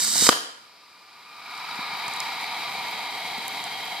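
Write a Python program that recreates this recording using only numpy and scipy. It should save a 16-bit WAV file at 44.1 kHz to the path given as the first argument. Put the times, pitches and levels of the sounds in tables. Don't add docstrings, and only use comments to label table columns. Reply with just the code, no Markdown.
import sys
import numpy as np
from scipy import signal
from scipy.fft import rfft, irfft
from scipy.io import wavfile

SR = 44100
rng = np.random.default_rng(int(sys.argv[2]) if len(sys.argv) > 2 else 0)


def inscribe(sig):
    pcm = np.round(np.clip(np.atleast_2d(sig).T, -1, 1) * 32767)
    wavfile.write(sys.argv[1], SR, pcm.astype(np.int16))


N = 176400
T = np.arange(N) / SR
HZ = np.maximum(np.arange(N // 2 + 1) * SR / N, 1)

# frequency in Hz, relative density in dB.
AIR_SPECTRUM_DB = [(30, -20), (70, -7.5), (400, -1.5), (1200, 0), (3500, -2.5), (4900, 5.5), (6000, -8.5),
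                   (14000, -16.5)]
FOREST_SPECTRUM_DB = [(60, -4), (500, -2.5), (1100, -2.5), (1600, 5.5), (2300, -2.5), (3200, 5), (3850, -1),
                      (4600, 1), (8000, 0), (14000, 4.5)]
FIZZ_SPECTRUM_DB = [(40, -20), (220, -10.5), (520, -19.5), (800, -13), (2300, -9), (2500, -17), (2700, -19),
                    (2950, -7), (3470, -10), (3720, 1), (4050, 0), (4200, -8), (4400, 1), (5100, 0.5),
                    (6300, -2.5), (7900, 1.5), (10000, -6.5), (13200, -7), (14200, -5)]
RUSH_SPECTRUM_DB = [(30, -32), (65, -15), (130, 0.5), (240, -3.5), (400, 0), (540, -6.5), (750, -0.5),
                    (1400, -2.5), (1800, -23), (2800, -11), (4900, -4), (5700, -8.5), (14500, -13.5)]
# frequency in Hz, left-right correlation from -1 to 1.
FOREST_COHERENCE = [(100, 0.69), (900, 0.47), (1500, -0.87), (2300, 0.37), (4200, -0.24)]
FIZZ_COHERENCE = [(100, 0.25), (2300, 0.94), (3500, 0.63), (4800, 0.94), (5700, 0.67), (7500, 0.83),
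                  (14000, 1)]
FLOW_COHERENCE = [(60, 0.44), (200, 0.59), (900, 0.98), (2300, 1), (3500, 0.78), (5800, 0.53), (8000, 0.15)]
# time in seconds, gain in dB.
FIZZ_ENVELOPE_DB = [(0, -19.5), (.06, -23), (.125, -23), (.18, -18), (.24, -16), (.268, -14.5), (.282, -17),
                    (.3, -22.5), (.34, -58), (.42, -77)]
WHISTLE_ENVELOPE_DB = [(.45, -83), (.75, -63.5), (1.05, -60.5), (1.35, -54), (2.2, -52), (3, -70)]
FLOW_ENVELOPE_DB = [(0, -60), (.35, -25), (.95, -24), (1.15, -20), (1.32, -16), (1.53, -5.5), (1.8, -0.4),
                    (2.3, 2.5), (4, 2.5)]
# frequency in Hz, left minus right in dB.
FIZZ_PAN_DB = [(5500, 0), (7800, -6.5), (12500, -10), (14500, -16)]
MIC_PAN_DB = [(500, 0.5), (1200, 0), (1850, -4.5), (2300, 0.5), (3200, -2), (3800, 2), (4900, 4),
              (6000, -2.5), (7800, -7), (9600, 6.5), (11000, 9.5), (14300, 19)]
# frequency in Hz, left lead in radians.
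MIC_LEAD_RAD = [(100, -0.39), (1200, -0.27), (4700, -0.41), (5900, -2.03), (14000, -1.88)]
# frequency in Hz, T60 in seconds.
FOREST_DECAY_S = [(100, 0.52), (400, 0.65), (5000, 0.63), (13000, 0.38)]
# delay in seconds, gain in dB, left minus right in dB.
TRUNK_ECHOES = [(0.032, -26, -7), (0.036, -31, 24), (0.039, -22, 2), (.082, -29.5, 2)]
# start in seconds, level in dB, low-pass edge in Hz.
GAS_PUFFS = [(.075, -33, 1400), (0.157, -25.5, 905), (0.2225, -18.5, 724), (.267, -16, 2160),
             (1.788, -29, 276), (1.928, -34, 147), (2.08, -33, 496), (3.378, -32.5, 218)]
# frequency in Hz, level in dB, T60 in seconds.
TUBE_RING_MODES = [(355, -11.5, 0.032), (806, -4.5, 0.014), (1182, 6, 0.011), (1780, -2.5, 0.0098)]
RIM_MODES = [(4350, -31, 0.0089), (5240, -19, 0.012)]
# centre in Hz, width in Hz, gain in dB.
POP_BANDS = [(3060, 470, 4.5), (3830, 670, -5.5), (4770, 1000, 8)]
JET_DIPS = [(1050, 26, -8.5), (2720, 300, -4), (3510, 180, -7.5), (4340, 160, -2)]
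NOZZLE_TONES = [(1195, 33, -0.64), (2404, 69, -3.8)]
# centre time in seconds, level in dB.
NOZZLE_CHIRPS = [(3.742, -31), (3.842, -36), (3.972, -32)]
# start in seconds, pre-filter peak in dB, left minus right in dB, pitch in Hz.
SPARK_TICKS = [(1.578, -26, -10, 7500), (1.971, -28.5, 2, 13500), (2.082, -17.5, -12, 9000),
               (2.137, -19, -12, 7950), (2.164, -19, -10, 8800), (2.2031, -8, -10.5, 7300),
               (2.412, -20.5, -4, 7800), (2.442, -28, 3, 13500), (2.912, -25, 2, 13100),
               (3.383, -26, 3, 13100), (3.481, -12, -14, 12500), (3.6408, -17, -12, 8100),
               (3.854, -20, -6, 13600)]
# early and late centre in Hz, width in Hz, early and late gain in dB.
TUBE_RESONANCES = [(823, 802, 125, -40.5, -41), (982, 952, 69, -41, -44.5), (1234, 1187, 134, -41.5, -47.5),
                   (1697, 2100, 30, -55.5, -59.5), (2289, 2235, 262, -37, -39),
                   (3290, 3264, 196, -50, -46.5), (3870, 3878, 330, -39, -40.5),
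                   (4640, 4640, 400, -43, -45), (5240, 5180, 180, -49, -59.5)]

EARLY_S, LATE_S = 1.96, 2.84
POP_S, RIM_S = .2902, 2.2034


def from_db(db):
    return 10 ** (np.asarray(db) / 20)


def unit_rms(x):
    return x / np.sqrt(np.mean(x ** 2) + 1e-20)


def in_time(rows):
    return np.interp(T, *np.transpose(rows))


def at_hz(rows, hz=HZ):
    knots_hz, values = np.transpose(rows)
    return np.interp(np.log(hz), np.log(knots_hz), values)


def panned(pan_db):
    return from_db(pan_db * np.array([[.5], [-.5]]))


def delayed(x, delay_s):
    return np.interp(T - delay_s, T, x, left=0)


def filtered(x, hz, kind, order=2):
    return signal.sosfilt(signal.butter(order, hz, kind, fs=SR, output="sos"), x + 1e-18)


def equalised(x, bands):
    for hz, width_hz, db in bands:
        gain = from_db(db / 2)
        half_width = np.pi * width_hz / SR
        tuning = -2 * np.cos(2 * np.pi * hz / SR)
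        b = [1 + half_width * gain, tuning, 1 - half_width * gain]
        a = [1 + half_width / gain, tuning, 1 - half_width / gain]
        x = signal.lfilter(b, a, x + 1e-18)
    return x


def resonate(x, hz, width_hz, block=1024):
    hz = np.broadcast_to(hz, x.shape[1])
    out, state = np.zeros_like(x), np.zeros((2, 2))
    r = np.exp(-np.pi * width_hz / SR)
    for i in range(0, x.shape[1], block):
        a = [1, -2 * r * np.cos(2 * np.pi * hz[i] / SR), r * r]
        out[:, i:i + block], state = signal.lfilter([1 - r, 0, r - 1], a, x[:, i:i + block], zi=state)
    return out


def drift(rate_hz):
    return unit_rms(irfft(rfft(rng.standard_normal(N)) / (1 + (HZ / rate_hz) ** 2), N))


def noise(coherence, spectrum_db=None):
    mid, side = rfft(rng.standard_normal((2, N)))
    alike = np.clip(at_hz(coherence), -1, 1)
    pair = np.sqrt(1 + alike) * mid + np.sqrt(1 - alike) * side * [[1], [-1]]
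    gain = from_db(at_hz(spectrum_db)) if spectrum_db else 1
    return unit_rms(irfft(pair * gain, N))


def burst(start_s, decay_s):
    return (T >= start_s) * np.exp(-np.clip((T - start_s) / decay_s, 0, 40))


def struck(start_s, modes):
    return sum(from_db(db) * np.sin(2 * np.pi * hz * (T - start_s)) * burst(start_s, t60_s / np.log(1000))
               for hz, db, t60_s in modes)


def air(level_db=-54.5):
    return from_db(level_db) * noise(FLOW_COHERENCE, AIR_SPECTRUM_DB)


def forest(x, onset_s=0.022, spread_db=1):
    scatter = rfft(noise(FOREST_COHERENCE, FOREST_SPECTRUM_DB) * from_db(spread_db * drift(150)))
    edges_hz = np.geomspace(40, 20480, 10)
    tail = np.zeros((2, N))
    for low, high in zip(edges_hz, edges_hz[1:]):
        band = irfft(scatter * (HZ >= low) * (HZ < high), N)
        t60_s = at_hz(FOREST_DECAY_S, np.sqrt(low * high))
        tail += band * from_db(-60 * T / t60_s)
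    tail = unit_rms(tail * np.minimum(T / onset_s, 1) ** 2) / np.sqrt(N)
    return signal.fftconvolve(x[:1], tail, axes=1)[:, :N]


def trunks(x, band_hz=(500, 5000)):
    thin = filtered(x[0], band_hz, "band", order=1)
    return sum(from_db(db) * panned(pan_db) * delayed(thin, s) for s, db, pan_db in TRUNK_ECHOES)


def with_ground(x, gain=.33, edge_hz=2700, delay_s=.00412):
    dull = filtered(x, edge_hz, "low", order=1)
    return x + gain * np.array([delayed(channel, delay_s) for channel in dull])


def igniter(flicker_db=1.5):
    hiss = irfft(rfft(noise(FIZZ_COHERENCE, FIZZ_SPECTRUM_DB)) * panned(at_hz(FIZZ_PAN_DB)), N)
    envelope = from_db(in_time(FIZZ_ENVELOPE_DB) + flicker_db * drift(120))
    return with_ground(hiss * envelope) * (T < FIZZ_ENVELOPE_DB[-1][0])


def puffs(decay_s=0.0033, low_cut_hz=160):
    spurts = np.zeros(N)
    for start_s, db, edge_hz in GAS_PUFFS:
        spurt = filtered(rng.standard_normal(N) * burst(start_s, decay_s), edge_hz, "low", order=3)
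        spurts += from_db(db) * unit_rms(spurt)
    spurts *= np.sqrt(decay_s * SR / (2 * N))
    return with_ground(np.tile(filtered(spurts, low_cut_hz, "high"), (2, 1)))


def whistles(chirp_hz=3220, waver_hz=49.9, chirp_width_s=0.0073):
    eddies = noise(FLOW_COHERENCE)
    tones = sum(from_db(db) * unit_rms(resonate(eddies, hz, width)) for hz, width, db in NOZZLE_TONES)
    chirp_envelope = sum(from_db(db) * np.exp(-np.minimum(((T - s) / chirp_width_s) ** 2, 20))
                         for s, db in NOZZLE_CHIRPS)
    phase = 2 * np.pi * np.cumsum(chirp_hz + waver_hz * drift(151.5)) / SR
    return with_ground(tones * from_db(in_time(WHISTLE_ENVELOPE_DB)) + chirp_envelope * np.sin(phase))


def sparks(sizzle_db=-55, spread_db=2.5, decay_s=.0009, low_cut_hz=4400, samples=1024):
    rate_per_s = 32 * from_db(in_time(FLOW_ENVELOPE_DB))
    born = rng.random(N) < rate_per_s / SR
    impulses = born * from_db(sizzle_db + spread_db * np.minimum(rng.exponential(1, N), 4))
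    decay = np.exp(-T[:samples] / decay_s)
    out = signal.fftconvolve(impulses[None], rng.standard_normal((2, samples)) * decay, axes=1)
    for start_s, db, pan_db, hz in SPARK_TICKS:
        spit = rng.standard_normal((2, samples)) * decay
        spit[:, 0] += 8
        tick = .25 * spit + resonate(spit, hz, width_hz=4500)
        i = int(start_s * SR)
        out[:, i:i + samples] += tick / np.abs(tick).max() * from_db(db) * panned(pan_db)
    return filtered(out[:, :N], low_cut_hz, "high", order=4)


def pop(wave_s=0.000754, wave_db=5.5, crack_db=10.5, shock_db=18):
    age_s = np.maximum(T - POP_S, 0)
    n_wave = from_db(wave_db) * (age_s > 0) * (age_s < wave_s) * (1 - 2 * age_s / wave_s)
    crack_s = POP_S + .0008
    gas = noise(FLOW_COHERENCE) * burst(crack_s, decay_s=0.00088)
    gas[:, int(crack_s * SR)] += from_db(shock_db)
    crack = from_db(crack_db) * filtered(gas, [880, 5560], "band", order=1)
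    blast = equalised(n_wave + struck(POP_S, TUBE_RING_MODES) + crack, POP_BANDS)
    return with_ground(filtered(blast, 240, "high"), gain=from_db(-12.5), edge_hz=2000)


def tube(gain_exponent=0.9):
    burnt = np.maximum((T - EARLY_S) / (LATE_S - EARLY_S), -.4)
    blend = np.sign(burnt) * np.abs(burnt) ** gain_exponent
    out = np.zeros((2, N))
    for early_hz, late_hz, width_hz, early_db, late_db in TUBE_RESONANCES:
        mode = resonate(noise(FLOW_COHERENCE), early_hz + (late_hz - early_hz) * burnt, width_hz)
        out += unit_rms(mode) * from_db(early_db + (late_db - early_db) * blend)
    return filtered(filtered(out, 635, "high", order=4), 4950, "low", order=6)


def jet(rush_db=-44, flow_exponent=0.84, wander_db=0.84, flutter_db=.7, surge_db=.15):
    flow_db = in_time(FLOW_ENVELOPE_DB)
    resonances = tube() * from_db(flow_db)
    rush = noise(FLOW_COHERENCE, RUSH_SPECTRUM_DB)
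    rush *= from_db(rush_db + flow_exponent * flow_db + wander_db * drift(16))
    flutter = from_db(flutter_db * drift(80) + surge_db * drift(10))
    return with_ground(equalised(resonances + rush, JET_DIPS) * flutter)


def scene(fizz_send_db=-8, pop_send_db=-16.5, burn_send_db=-9.5):
    fizz = igniter() + puffs()
    bang = pop()
    burn = jet() + whistles() + sparks()
    burn += struck(RIM_S, RIM_MODES)
    send = from_db(fizz_send_db) * fizz + from_db(pop_send_db) * bang + from_db(burn_send_db) * burn
    return fizz + bang + burn + trunks(bang) + forest(send) + air()


def record(dry, ceiling=0.94, low_cut_hz=39, high_cut_hz=14750):
    gains = panned(at_hz(MIC_PAN_DB))
    gains /= np.sqrt(np.mean(gains ** 2, axis=0))
    phase_shift = np.exp(1j * at_hz(MIC_LEAD_RAD) * np.array([[.5], [-.5]]))
    heard = irfft(rfft(dry) * phase_shift * gains, N)
    saturated = ceiling * np.tanh(heard / ceiling)
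    steep_low_pass = signal.ellip(12, .2, 80, high_cut_hz, fs=SR, output="sos")
    return signal.sosfilt(steep_low_pass, filtered(saturated, low_cut_hz, "high", order=1))


dry = scene()
out = record(dry)
inscribe(out)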